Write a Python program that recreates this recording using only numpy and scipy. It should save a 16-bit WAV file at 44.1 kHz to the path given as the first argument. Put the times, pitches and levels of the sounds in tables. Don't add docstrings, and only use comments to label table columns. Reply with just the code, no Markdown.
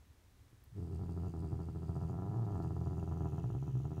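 import sys
import numpy as np
from scipy import signal
from scipy.fft import rfft, irfft
from scipy.io import wavfile
from scipy.ndimage import uniform_filter1d

SR = 44100
rng = np.random.default_rng(int(sys.argv[2]) if len(sys.argv) > 2 else 0)


def put_to_file(sound):
    columns = np.atleast_2d(sound).T
    safe = np.clip(columns, -1, 1)
    whole_steps = np.round(safe * 32767)
    wavfile.write(sys.argv[1], SR, whole_steps.astype(np.int16))


N = 176400

# t/s, hum fundamental/dB and octave/dB (both ahead of the hum's band-pass),
# mouth opening/dB, throat opening/dB
VOICE = [(.72, -75, -37.5, -1, -1), (.775, -47, -52, -4.5, 1), (.87, -45.5, -46, -2.5, -0.5),
         (1.02, -42, -47, 0, -0.5), (1.6, -45.5, -45, -1, 0), (2.15, -46, -36, 0, -3),
         (2.42, -56.5, -20.5, -0.5, -2), (2.62, -44, -36.5, 0.5, -0.5), (3.2, -43, -44, -0.5, 0),
         (3.45, -49.5, -41.5, 1, 0.5), (3.98, -47, -38, 1, 1)]


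def growl(attack_s=.05, hum_ahead_s=.0027):
    t = np.arange(N) / SR
    times, dbs = closures()
    phase = np.interp(t, times, np.arange(len(times)))
    swell = np.clip((t - VOICE[0][0]) / attack_s, 0, 1)
    airflow = hum(phase, np.interp(t + hum_ahead_s, times, dbs))
    return airflow + swell ** 2 * (nose_hiss(phase) + packet_crackle() + rattle(times, dbs))


def closures(lead_cycle_s=.0102, sag=.015, softest_db=-23, jitter_s=.00035, shimmer_db=1):
    # t/s of the peak, nominal fold rate/Hz, strength/dB, fade/dB per cycle,
    # build-up/dB per cycle, cycles of build-up
    surges = [(.791, 87, -11, 1.3, 3, 6), (.860, 82, -12, 2, 0, 0), (.930, 85, -8, 1.8, 2, 2),
              (1.012, 87, -3, 1.4, 2.5, 2), (1.092, 84, -3, 1.3, 1, 1), (1.174, 84, -3, 1.3, 2, 1),
              (1.234, 92, -3, 1, 0, 0), (1.266, 81, -3, 4, 0, 1), (1.338, 83, -2, 1.8, 0, 0),
              (1.443, 78, -1.5, 3.4, 1, 2), (1.528, 80, -1, 3.8, 4.5, 2), (1.601, 80, -1, 2.8, 2.5, 1),
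              (1.685, 78, -1, 7, 9, 1), (1.758, 79, -3, 4, 5, 1), (1.830, 77, -1, 6, 8, 1),
              (1.892, 81, 0, 3.4, 6, 1), (1.963, 80, 0, 4.5, 1, 1), (2.023, 78, 2, 3, 4, 2),
              (2.095, 84, 1, 2.5, 5, 1), (2.140, 80, 2, 4, 3, 1), (2.187, 88, 3, 3.5, 7, 1),
              (2.220, 86, 2, 2.5, 0, 0), (2.263, 96, 1, 2, 3, 1), (2.313, 104, 1, 2, 5, 1),
              (2.342, 113, 1.5, .2, 0, 0), (2.465, 102, 2, .3, 12, 1), (2.554, 82, 5, 3, 5, 1),
              (2.600, 84, 5, 4, 5, 1), (2.646, 80, 4, 4.4, 3, 1), (2.706, 81, 1, 4.5, 11, 1),
              (2.765, 80, 1, 5, 13, 1), (2.812, 84, 1, 5, 11, 1), (2.870, 79, 1, 7, 1, 1),
              (2.908, 92, -1, 1, 7, 1), (2.930, 78, 0, 7, 0, 0), (2.979, 78, 2, 6.5, 3, 1),
              (3.027, 78, 3, 8, 13, 1), (3.075, 75, 4, 7, 12, 1), (3.122, 80, 3, 5, 2, 1),
              (3.170, 80, 2, 7, 4, 1), (3.206, 82, 3, 3, 10, 1), (3.255, 74, 3, 4, 3, 1),
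              (3.331, 76, 0, 4, 2, 1), (3.380, 78, 2, 5, 11, 1), (3.440, 66, 1, 7, 13, 1),
              (3.501, 66, -1, 9, 11, 1), (3.549, 66, 0, 7, 7, 1), (3.625, 68, -4, 7, 0, 0),
              (3.677, 66, -3, 5, 5, 1), (3.752, 63, -3, 6, 0, 0), (3.800, 68, -6, 8, 0, 0),
              (3.852, 72, -1, 6, 7, 1), (3.916, 70, -1, 6, 7, 1), (3.978, 76, -1, 6, 4, 1)]
    # t/s, weakening of every second closure/dB
    alternation = [(.86, -5.5), (.93, 4), (1.13, 11), (1.2, 0), (2.28, 0.5), (2.4, 6), (2.52, 0.5)]
    times, dbs = [], []
    ends = [start - leads * lead_cycle_s for start, *_, leads in surges[1:]] + [N / SR + .02]
    for (start, hz, db, fade, build, leads), end in zip(surges, ends):
        before = np.arange(-leads, 0)
        after = np.arange(max(1, round((end - start) * hz)))
        progress = after / len(after)
        times.extend(start + before * lead_cycle_s)
        times.extend(start + (end - start) * progress * (1 - sag * (1 - progress)))
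        strength = np.append(db + build * before, np.maximum(db - fade * after, softest_db))
        weakening = np.interp(start, *np.array(alternation).T) * (np.append(before, after) % 2)
        dbs.extend(strength - weakening)
    chance = rng.standard_normal((400, 2))[:len(times)]
    return np.array(times) + jitter_s * chance[:, 0], np.array(dbs) + shimmer_db * chance[:, 1]


def hum(phase, strength_db, follow=.3, waver_db=3, band_hz=(66.3, 150.4)):
    swell_db = follow * (strength_db - uniform_filter1d(strength_db, size=SR // 5))
    fundamental = -np.cos(2 * np.pi * phase) * undb(curve(VOICE, column=1) + waver_db * drift(hz=70))
    octave = np.cos(4 * np.pi * phase) * undb(curve(VOICE, column=2) + waver_db * drift(hz=70))
    body = signal.butter(3, band_hz, "band", fs=SR, output="sos")
    return signal.sosfiltfilt(body, np.sqrt(2) * (fundamental + octave) * undb(swell_db))


def rattle(times, dbs, throat_follow=.5, chest_follow=.4):
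    # f/Hz, relative gain/dB
    throat_response = [(130, -14.5), (200, -5.5), (250, -0.5), (310, -0.5), (350, 1.5), (385, -0.5),
                       (440, -7.5), (500, -20.5), (620, -37), (1000, -47)]
    # f/Hz, relative gain/dB
    rasp_colour = [(400, -47.5), (560, -6.5), (620, -6.5), (680, 4), (800, 1.5), (900, -6), (990, -2.5),
                   (1110, -12), (1190, -6.5), (1350, -6), (1460, -21), (1590, -29.5), (1700, -16),
                   (1820, -26), (2000, -37), (3000, -63)]
    hits = knocks(times, throat_follow * dbs)
    push = cut(ring(hits, [(44, 42, 0)]), 59, "low", order=4)
    chest = ring(knocks(times, chest_follow * dbs), [(121, 36.2, 0)])
    chest = cut(cut(chest, 236, "low", order=3), 93, "high", order=3)
    throat = cut(resonate(hits, throat_response), 1800, "low", order=2)
    rasp = cut(resonate(rasp_drive(times, dbs), rasp_colour), 2280, "low", order=6)
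    return (undb(-61.5) * unit(push) + undb(-43.5) * unit(chest)
            + undb(-50.5 + curve(VOICE, column=4)) * unit(throat)
            + undb(-59 + curve(VOICE, column=3)) * unit(rasp))


def knocks(times, dbs, puff=.031, puff_decay_s=.0067):
    pulses = np.zeros(N)
    inside = times < (N - 1) / SR
    pulses[(times[inside] * SR).astype(int)] = undb(dbs[inside])
    return pulses + puff * decay(pulses, puff_decay_s) * rng.standard_normal(N)


def rasp_drive(times, dbs, split_hz=950, dull_follow=.97, crisp_follow=.93):
    dull = cut(knocks(times, dull_follow * dbs), split_hz, "low", order=2)
    crisp = cut(knocks(times, crisp_follow * dbs), split_hz, "high", order=2)
    air = undb(-47) * rng.standard_normal(N) * (np.arange(N) / SR > times[0])
    return dull - crisp + air


def nose_hiss(phase, pulsing=1.45, flutter_db=2.5):
    # f/Hz, width/Hz, relative gain/dB
    early_bands = [(2696, 58, 7), (4740, 360, 6.5), (6930, 230, 2), (8240, 660, 2), (11700, 5400, -15.5)]
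    # f/Hz, width/Hz, relative gain/dB
    late_bands = [(2626, 140, 4), (3120, 360, 2), (4290, 110, -6), (5850, 250, 3.5), (6800, 260, 1.5),
                  (8000, 770, -18), (12400, 16000, -16)]
    # t/s, early level/dB, late level/dB
    levels = [(.75, -82.5, -100), (.95, -81, -120), (1.28, -79, -82), (1.6, -82.5, -128),
              (2.0, -77.5, -83.5), (2.25, -91, -88), (2.6, -80, -86), (3.2, -85, -79), (3.98, -105, -76.5)]
    gate = np.exp(-pulsing * np.cos(2 * np.pi * phase))
    air = rng.standard_normal(N) * gate * undb(flutter_db * drift(hz=70))
    air = cut(air, 1100, "high", order=2)
    early = unit(ring(air, early_bands)) * undb(curve(levels, column=1))
    late = unit(ring(air, late_bands)) * undb(curve(levels, column=2))
    return early + late


def packet_crackle(clicks_per_s=90, spread_db=2, level_db=-90):
    # f/Hz, width/Hz, relative gain/dB
    bands = [(4430, 2000, -15), (7800, 1500, -21), (12500, 5800, -51)]
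    clicks = (rng.random(N) < clicks_per_s / SR) * undb(spread_db * rng.standard_normal(N))
    grains = decay(clicks + 1e-18, seconds=.00019) * rng.standard_normal(N)
    return undb(level_db) * unit(ring(grains, bands))


def packet_ticks():
    # t/s, f/Hz, width/Hz, decay/s, level/dB
    ticks = [(.639, 12300, 1000, .004, -63), (2.578, 6900, 1200, .001, -62),
             (2.624, 4660, 1000, .0019, -63), (2.634, 8100, 3500, .0008, -63)]
    t, sound = np.arange(N) / SR, np.zeros(N)
    for start, hz, width, decay_s, db in ticks:
        burst = rng.standard_normal(N) * (t >= start) * np.exp(-np.abs(t - start) / decay_s) + 1e-18
        make_up = np.sqrt(SR / (np.pi * width))
        sound += ring(burst, [(hz, width, db)]) * make_up
    return sound


def carpet_bump():
    # t/s, f/Hz, decay/s, level/dB
    tones = [(0.53, 115, 0.011, -51), (0.53, 294, 0.0041, -56.5)]
    t, sound = np.arange(N) / SR, np.zeros(N)
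    for start, hz, decay_s, db in tones:
        age = np.maximum(t - start, 0)
        sound += undb(db) * np.sin(2 * np.pi * hz * age) * np.exp(-age / decay_s)
    return sound


def echoes(x, t60_s=.12, delay_s=.00527, level_db=-12):
    t = np.arange(SR // 3) / SR
    tail = rng.standard_normal(len(t)) * undb(-60 * t / t60_s) * (t > delay_s)
    reflected = cut(x, 113.3, "high", order=2)
    return undb(level_db) * signal.fftconvolve(reflected, tail / np.linalg.norm(tail))[:N]


def room_tone(level_db=-64):
    # f/Hz, relative level/dB
    spectrum = [(12, -24), (20, -16), (74, 2), (157, -16.5), (266, -17.5), (597, -26.5), (788, -26),
                (1230, -28), (1580, -29), (1770, -29), (1980, -30), (2680, -33.5), (3850, -33.5),
                (4550, -36), (6190, -35.5), (7950, -37.5), (15500, -41.5)]
    noise = irfft(rfft(rng.standard_normal(N)) * bin_gains(spectrum, N), N)
    return undb(level_db) * unit(noise)


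def undb(db):
    return 10 ** (np.asarray(db) / 20)


def unit(x):
    return x / np.sqrt(np.mean(x ** 2))


def curve(table, column):
    rows = np.array(table)
    return np.interp(np.arange(N) / SR, rows[:, 0], rows[:, column])


def drift(hz):
    step = int(SR / hz)
    return unit(uniform_filter1d(np.repeat(rng.standard_normal(400), step)[:N], step))


def decay(pulses, seconds):
    return signal.lfilter([1], [1, -np.exp(-1 / (seconds * SR))], pulses)


def ring(x, resonances):
    return sum((-1) ** k * undb(db) * signal.lfilter(*signal.iirpeak(hz, hz / width, fs=SR), x)
               for k, (hz, width, db) in enumerate(resonances))


def cut(x, hz, kind, order):
    return signal.sosfilt(signal.butter(order, hz, kind, fs=SR, output="sos"), x)


def bin_gains(response, size):
    hz, db = np.array(response).T
    bin_hz = np.arange(size // 2 + 1) * SR / size
    return undb(np.interp(np.log(bin_hz + 1), np.log(hz), db))


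def resonate(x, response, size=4096):
    cepstrum = irfft(np.log(bin_gains(response, size)))[:size // 2]
    causal = np.append(cepstrum[0], 2 * cepstrum[1:])
    impulse_response = irfft(np.exp(rfft(causal, size)))
    return signal.fftconvolve(x, impulse_response)[:N]


def scene():
    near = growl() + packet_ticks() + carpet_bump()
    return (near + echoes(near) + room_tone())[None]


def record(dry, top_hz=15700):
    return signal.sosfilt(signal.ellip(10, .2, 70, top_hz, fs=SR, output="sos"), dry)


dry = scene()
out = record(dry)
put_to_file(out)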